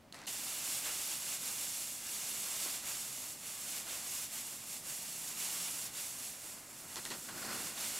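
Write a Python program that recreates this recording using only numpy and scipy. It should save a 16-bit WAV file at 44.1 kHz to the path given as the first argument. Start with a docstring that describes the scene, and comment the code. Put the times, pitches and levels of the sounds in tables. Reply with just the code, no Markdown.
"""Ticks and short bursts, then a long hiss of steam that keeps choking and coughing.
It is a small brass boiler, close by, over its burner on a wooden table. A jet opens and hisses with
the pressure; water blocks it again and again and is flung out as spray. Near the end something is
handled in the room: three knocks and a hollow slide, with low thumps beneath, before the dry hiss
returns. Behind it are faint echoes and the low murmur of the room."""
import sys
import numpy as np
from scipy import signal
from scipy.fft import rfft, irfft, next_fast_len
from scipy.io import wavfile

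SR = 44100
rng = np.random.default_rng(int(sys.argv[2]) if len(sys.argv) > 2 else 0)


def log_audio(samples):
    """Write samples as a 16-bit WAV file to the path given in sys.argv[1]."""
    # one column per channel
    frames = np.atleast_2d(samples).T
    # limit to full scale, then quantise
    limited = np.clip(frames, -1, 1)
    pcm = np.round(limited * 32767).astype(np.int16)
    wavfile.write(sys.argv[1], SR, pcm)


N = 352359
FFT_SIZE = next_fast_len(N, real=True)
T, HZ = np.arange(N) / SR, np.fft.rfftfreq(FFT_SIZE, 1 / SR)

# water blocks the nozzle, then is flung out: t/s, sag of the jet/dB, half-length/s, cough level/dB
CHOKES = [(0.821, 2.5, 0.023, -46), (1.22, 3.5, 0.072, -64.0), (1.39, 4.5, 0.035, -60),
          (1.54, 2.5, 0.039, -64), (2.008, 4.5, 0.045, -55), (2.82, 6.9, 0.043, -50.5),
          (3.398, 8, 0.073, -56), (3.6, 2.5, 0.088, -62), (3.85, 6.5, 0.044, -51), (4.016, 4, 0.12, -70),
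          (4.295, 7.5, 0.033, -54.5), (4.637, 4.5, 0.067, -67), (4.819, 6, 0.049, -57.5),
          (5.35, 6.0, 0.038, -55), (5.915, 9.5, 0.031, -59), (6.166, 2, 0.049, -62),
          (6.386, 5.5, 0.068, -69), (6.857, 3.1, 0.017, -61), (7.32, 3.5, 0.032, -68),
          (7.74, 8, 0.045, -68)]
# pitches that the nozzle, frame and table boost or weaken: f/Hz, width/Hz, gain/dB
BODY_RESONANCES = [(1840, 87, -4.5), (2850, 260, 4), (3050, 120, -4), (3620, 260, 2), (3880, 98, -6.5),
                   (4400, 180, 1.5), (5130, 170, -1), (5540, 500, 2.5), (6540, 210, 1.8), (7630, 450, 2),
                   (8000, 220, -2), (8270, 250, 1), (8970, 400, -2.5), (9750, 300, 1), (9860, 250, -1),
                   (12800, 440, -0.5)]
# low pitches at which the room rings: f/Hz, width/Hz, gain/dB
ROOM_MODES = [(79, 12, 6), (133, 20, 4), (173, 22, 1.5), (218.5, 8.7, 7), (269, 16, 4), (311, 9.2, 5),
              (379, 15, 6)]


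def jet(push_db, sag_db, rush_db, opens_s=0.265, rise_s=0.0062, split_hz=5500, drops_per_s=700):
    """Swirling steam: small swirls hiss high, large ones fill in below, and carried droplets fizz."""
    hiss_spectrum = [(300, -23), (900, -12.5), (1700, -10.5), (2200, -6), (4000, -4.5), (6000, -4.5),
                     (7300, -.5), (9000, -2), (10600, -2.5), (12000, -5.5), (13700, -7), (14800, -12.5),
                     (15800, -16)]  # tone of the dry steam: f/Hz, level/dB
    colour_db = curve_over_hz(hiss_spectrum) + resonances(BODY_RESONANCES)
    high_db = -41.5 + push_db - sag_db
    low_db = -48 + 1.27 * push_db - 0.9 * sag_db + 0.33 * rush_db
    low_share = 1 / (1 + (HZ / split_hz) ** 6)
    small_swirls = noise(colour_db + 10 * np.log10(1 - low_share + 1e-9))
    small_swirls *= gain_of(high_db + 0.57 * wobble(40))
    large_swirls = noise(colour_db + 10 * np.log10(low_share))
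    large_swirls *= gain_of(low_db + 0.57 * wobble(30))
    drops = (rng.random(N) < drops_per_s / SR) * rng.standard_normal(N)
    mist = gain_of(high_db - 13) * unit_rms(ring(drops[None], colour_db))
    opening = np.clip((T - opens_s) / rise_s, 0, 1)
    flutter = gain_of(0.6 * wobble(9.7))
    return (small_swirls + large_swirls + mist) * opening * flutter


def steam_state(rebound=0.19, clear_lag_s=0.072):
    """Push, sag and low rush over time: each choke weakens the jet, then trapped steam pushes out."""
    pressure = [(0.27, -2.5), (0.74, 2.3), (0.9, -0.5), (1.15, 2), (1.93, -1), (2.68, 1.2), (3.2, -3.0),
                (3.71, -1.3), (4.2, 1.3), (4.49, -3.5), (5.2, -2.5), (5.42, 1.3), (5.55, 2), (5.78, -0.7),
                (6.47, -5), (6.62, -11.5), (6.95, -7.5), (7.38, -5.5), (7.78, 0.6), (7.99, -1.5)]  # boiler pressure, as the strength of the free jet: t/s, gain/dB
    rush_strength = [(0.27, 1.3), (0.9, 1), (1.4, 0.4), (1.84, -2.5), (2.28, -1), (2.59, 2), (3.51, -2),
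                     (3.86, 2.5), (4.11, -0.9), (5.11, -1.8), (5.56, 1.4), (6.23, -1), (6.85, 0.5),
                     (7.22, -1), (7.51, 9.5), (7.66, 4.5), (7.99, 4)]  # drives the low rush, peaking at the slide: t/s, gain/dB
    push_db, sag_db = curve_over_time(pressure), np.zeros(N)
    for at_s, depth_db, half_s, _ in CHOKES:
        sag_db += depth_db * swell(at_s, half_s)
        push_db += rebound * depth_db * swell(at_s + clear_lag_s, half_s=0.077)
    return push_db, sag_db, curve_over_time(rush_strength)


def rush_and_slide(push_db, sag_db, rush_db, starts_s=0.133, gap_s=0.264, roughness_db=1.5):
    """A low, lumpy rush under the hiss; near the end, the hollow slide of something being handled."""
    rush_spectrum = [(60, -24), (160, -7), (300, -1.5), (440, -4), (600, 1), (1100, 0.5), (1450, -2),
                     (2100, 0), (3200, -9), (6000, -10.5), (15000, -25)]  # tone of the rush: f/Hz, level/dB
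    hollowness = [(6.3, 0.06), (6.9, 0.3), (7.3, 0.98), (7.6, 1), (7.85, 0.26)]  # how much of the sound is the hollow slide: t/s, share/0-1
    slide_resonances = [(743, 78, 5.5), (1140, 220, 1.5), (1435, 260, 9), (1910, 140, 2.5), (4330, 380, 13),
                        (5000, 200, 13)]  # ringing of the slide: f/Hz, width/Hz, gain/dB
    colour_db = curve_over_hz(rush_spectrum) + resonances(ROOM_MODES)
    hollow = curve_over_time(hollowness)
    rush = np.sqrt(1 - hollow) * noise(colour_db)
    slide = np.sqrt(hollow) * noise(colour_db + resonances(slide_resonances))
    starting = np.clip((T - starts_s) / 0.0047, 0, 1)
    gap = swell(gap_s, half_s=0.0067)  # the rush cuts out just before the jet breaks through
    level_db = -56.5 + 0.27 * push_db - 0.42 * sag_db + 1.34 * rush_db
    level_db += 2 * (T < gap_s)  # a little louder before the jet opens
    return (rush + slide) * starting * (1 - gap) * gain_of(level_db + roughness_db * wobble(60))


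def coughs(lag_s=0.062, half_s=0.053):
    """Just after each choke, its water leaves as a soft puff of spray."""
    cough_spectrum = [(150, -17), (450, -6), (900, -4.5), (1600, -0.5), (2600, -2), (4500, -8), (9000, -22),
                      (15000, -34)]  # tone of the puff: f/Hz, level/dB
    puffs = sum(gain_of(db) * swell(at_s + lag_s, half_s) for at_s, _, _, db in CHOKES)
    return puffs * noise(curve_over_hz(cough_spectrum) + resonances(BODY_RESONANCES))


def bursts(peak_db=8, peak_width_share=0.18):
    """Short noisy bursts, each with its own pitch; three late ones are the room ringing after knocks."""
    # one row per burst: t/s, level/dB, rise/s, time to fade 60 dB/s, brightness/(dB per octave), f/Hz
    events = [(.126, -60, .002, 0.07, 8, 4100), (.143, -55, 0.0055, 0.31, 7, 2000),
              (.27, -42.5, 0.0054, 0.21, 3, 2980), (2.648, -49, .016, 0.09, -6, 600),
              (6.959, -41.5, 0.009, 0.21, 2, 940), (7.053, -44.5, .008, 0.2, 2, 1880),
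              (7.104, -39.5, 0.009, 0.21, 0.5, 370), (7.285, -45.5, 0.0019, 0.26, -0.5, 1500)]
    burst_spectrum = [(60, -25), (170, -6), (330, 8), (480, 0), (750, 4), (2000, 0), (4500, -2), (8000, -5),
                      (11000, -13), (15000, -32)]  # tone of the bursts: f/Hz, level/dB
    ringing = [(930, 64, 1.5), (1470, 220, 2), (1910, 160, 9.5), (3050, 140, 5), (4260, 220, 6.5)]  # pitches that ring in every burst: f/Hz, width/Hz, gain/dB
    colour_db = curve_over_hz(burst_spectrum) + resonances(BODY_RESONANCES) + resonances(ringing)
    octaves = np.log2(np.maximum(HZ, 300) / 1000)
    sound = np.zeros((2, N))
    for at_s, db, rise_s, fade_s, brightness_db, pitch_hz in events:
        rise = np.clip((T - at_s) / rise_s, 0, 1)
        fade = gain_of(-60 * np.clip((T - at_s - rise_s) / fade_s, 0, 2))
        peak = resonances([(pitch_hz, peak_width_share * pitch_hz, peak_db)])
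        sound += gain_of(db) * rise * fade * noise(colour_db + brightness_db * octaves + peak, lean=0)
    return sound


def ticks_and_knocks(trim_db=-1, lag_s=0.00093, scatter_s=0.0015, samples=400):
    """Sharp clicks: faint ticks at the start, three knocks in the room near the end."""
    hits = [(0.1245, -31), (0.1435, -31), (.189, -37), (0.216, -37), (.2366, -39), (.2582, -36),
            (6.9574, -24), (7.0519, -24), (7.103, -27)]  # the ticks and knocks: t/s, level before the trim/dB
    click_spectrum = [(200, -22), (1500, -8), (3200, -5), (4200, 2), (5200, -6), (7300, -5), (10500, -12),
                      (15000, -28)]  # tone of a click: f/Hz, level/dB
    clicks = np.zeros((1, N))
    for at_s, db in hits:
        click = 0.18 * rng.standard_normal(samples) * np.exp(-T[:samples] / scatter_s)
        click[0] = 1  # one sharp spike, ahead of its short noisy tail
        start = round((at_s + lag_s) * SR)
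        clicks[0, start:start + samples] += gain_of(db + trim_db) * click
    return ring(clicks, curve_over_hz(click_spectrum))


def thumps():
    """Low thumps and rumble under the late knocks and slide."""
    surges = [(6.852, -61, 0.021), (6.996, -55.5, .03), (7.126, -52.5, 0.066), (7.352, -57.5, .13),
              (7.57, -52.5, 0.16)]  # one row per thump: t/s, level/dB, half-length/s
    rumble_spectrum = [(50, -18), (110, -8), (165, -0.5), (220, -1), (300, -2), (420, -7.5), (900, -18),
                       (4000, -70)]  # tone of the thumps: f/Hz, level/dB
    loudness = sum(gain_of(db) * swell(at_s, half_s) for at_s, db, half_s in surges)
    return loudness * noise(curve_over_hz(rumble_spectrum))


def echoes(sound):
    """Nearby walls and furniture send back faint, slightly late copies of the sound."""
    reflections = [(.0087, 0.076, .08), (.0093, .045, .02), (.01, .02, .04), (.0121, 0.017, -0.017),
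                   (.0126, -.05, 0), (.0164, -0.045, -.04), (.0184, .04, .01)]  # one row per bounce: delay/s, left gain, right gain
    bounced = np.zeros((2, N))
    for delay_s, left, right in reflections:
        delayed = np.pad(sound, ((0, 0), (round(delay_s * SR), 0)))[:, :N]
        bounced += np.array([[left], [right]]) * delayed
    return bounced


def room(air_db=-60.5, hum_hz=175.6, waver_db=3.0):
    """The room's air murmurs, and a faint low hum swells once."""
    hum_levels = [(4.85, -85), (5.1, -71), (5.45, -72), (5.62, -61.5), (5.8, -71)]  # rise and fall of the hum: t/s, level/dB
    air_spectrum = [(18, -13), (35, -12), (60, -11.5), (130, -5), (260, -4.5), (400, -14), (600, -7.5),
                    (900, -14), (2100, -20), (15000, -33)]  # tone of the murmur: f/Hz, level/dB
    pitch_hz = hum_hz + 1.784 * wobble(5.8)
    hum = np.sqrt(2) * np.sin(2 * np.pi * np.cumsum(pitch_hz) / SR)
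    humming = (T > hum_levels[0][0]) & (T < hum_levels[-1][0])
    hum *= humming * gain_of(curve_over_time(hum_levels) + waver_db * wobble(8))
    return hum + gain_of(air_db) * noise(curve_over_hz(air_spectrum) + resonances(ROOM_MODES))


def noise(colour_db, lean=1):
    """Stereo noise with the given tone, nearly alike on both sides; lean=0 centres it."""
    likeness = [(60, .96), (250, 0.89), (640, 0.94), (1400, 0.99), (3100, 1), (6800, 0.97), (9000, .875),
                (15000, 0.83)]  # how alike left and right are: f/Hz, share/0-1
    balance = [(100, 0), (250, 1.5), (700, 1), (1300, 0), (2400, -1.5), (4400, -0.9), (8000, -2.2),
               (15000, -2)]  # which side is louder: f/Hz, left minus right/dB
    left, unrelated = rfft(rng.standard_normal((2, FFT_SIZE)))
    alike = curve_over_hz(likeness)
    right = alike * left + np.sqrt(1 - alike ** 2) * unrelated
    side_db = lean * curve_over_hz(balance) * np.array([[0.5], [-0.5]])
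    spectrum = np.array([left, right]) * gain_of(colour_db + side_db)
    return unit_rms(irfft(spectrum, FFT_SIZE)[:, :N])


def ring(clicks, colour_db, samples=2048):
    """Turns each click into a short ring with the given tone."""
    cepstrum = irfft(colour_db * np.log(10) / 20, FFT_SIZE)[:samples]  # one side only: no early ringing
    cepstrum[0] = 0
    shape = irfft(np.exp(rfft(2 * cepstrum, 2 * samples)))[:samples]
    return signal.oaconvolve(clicks, shape[None] / abs(shape).max(), axes=1)[:, :N]


def wobble(rate_hz):
    """A random drift of typical size 1, up to about the given rate."""
    spectrum = rfft(rng.standard_normal(FFT_SIZE)) / (1 + (HZ / rate_hz) ** 2)
    return unit_rms(irfft(spectrum, FFT_SIZE)[:N])


def swell(at_s, half_s):
    """A smooth rise and fall of height 1 around a moment."""
    return np.exp(-np.minimum(((T - at_s) / half_s) ** 2, 50))


def resonances(modes):
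    """Bell-shaped peaks and dips, in dB over frequency."""
    return sum(db / (1 + (2 * (HZ - hz) / width) ** 2) for hz, width, db in modes)


def curve_over_hz(points):
    """Joins points with straight lines over log frequency."""
    hz, value = np.transpose(points)
    return np.interp(np.log(HZ + 1), np.log(hz + 1), value)


def curve_over_time(points):
    """Joins points with straight lines, one value per sample."""
    return np.interp(T, *np.transpose(points))


def gain_of(db):
    """Turns decibels into a multiplier."""
    return 10 ** (np.asarray(db) / 20)


def unit_rms(x):
    """Scales a signal to an average strength (rms) of 1."""
    return x / np.sqrt(np.mean(x ** 2) + 1e-20)


def scene():
    """The boiler and the handling noises, their faint echoes, and the room."""
    steam = steam_state()
    direct = jet(*steam) + rush_and_slide(*steam) + coughs() + thumps() + ticks_and_knocks() + bursts()
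    return direct + echoes(direct) + room()


def record(dry, cutoff_hz=15820):
    """Removes the very highest treble."""
    lowpass = signal.firwin(1023, cutoff_hz, window=("kaiser", 9), fs=SR)
    return signal.oaconvolve(dry, lowpass[None], "same")


dry = scene()
out = record(dry)
log_audio(out)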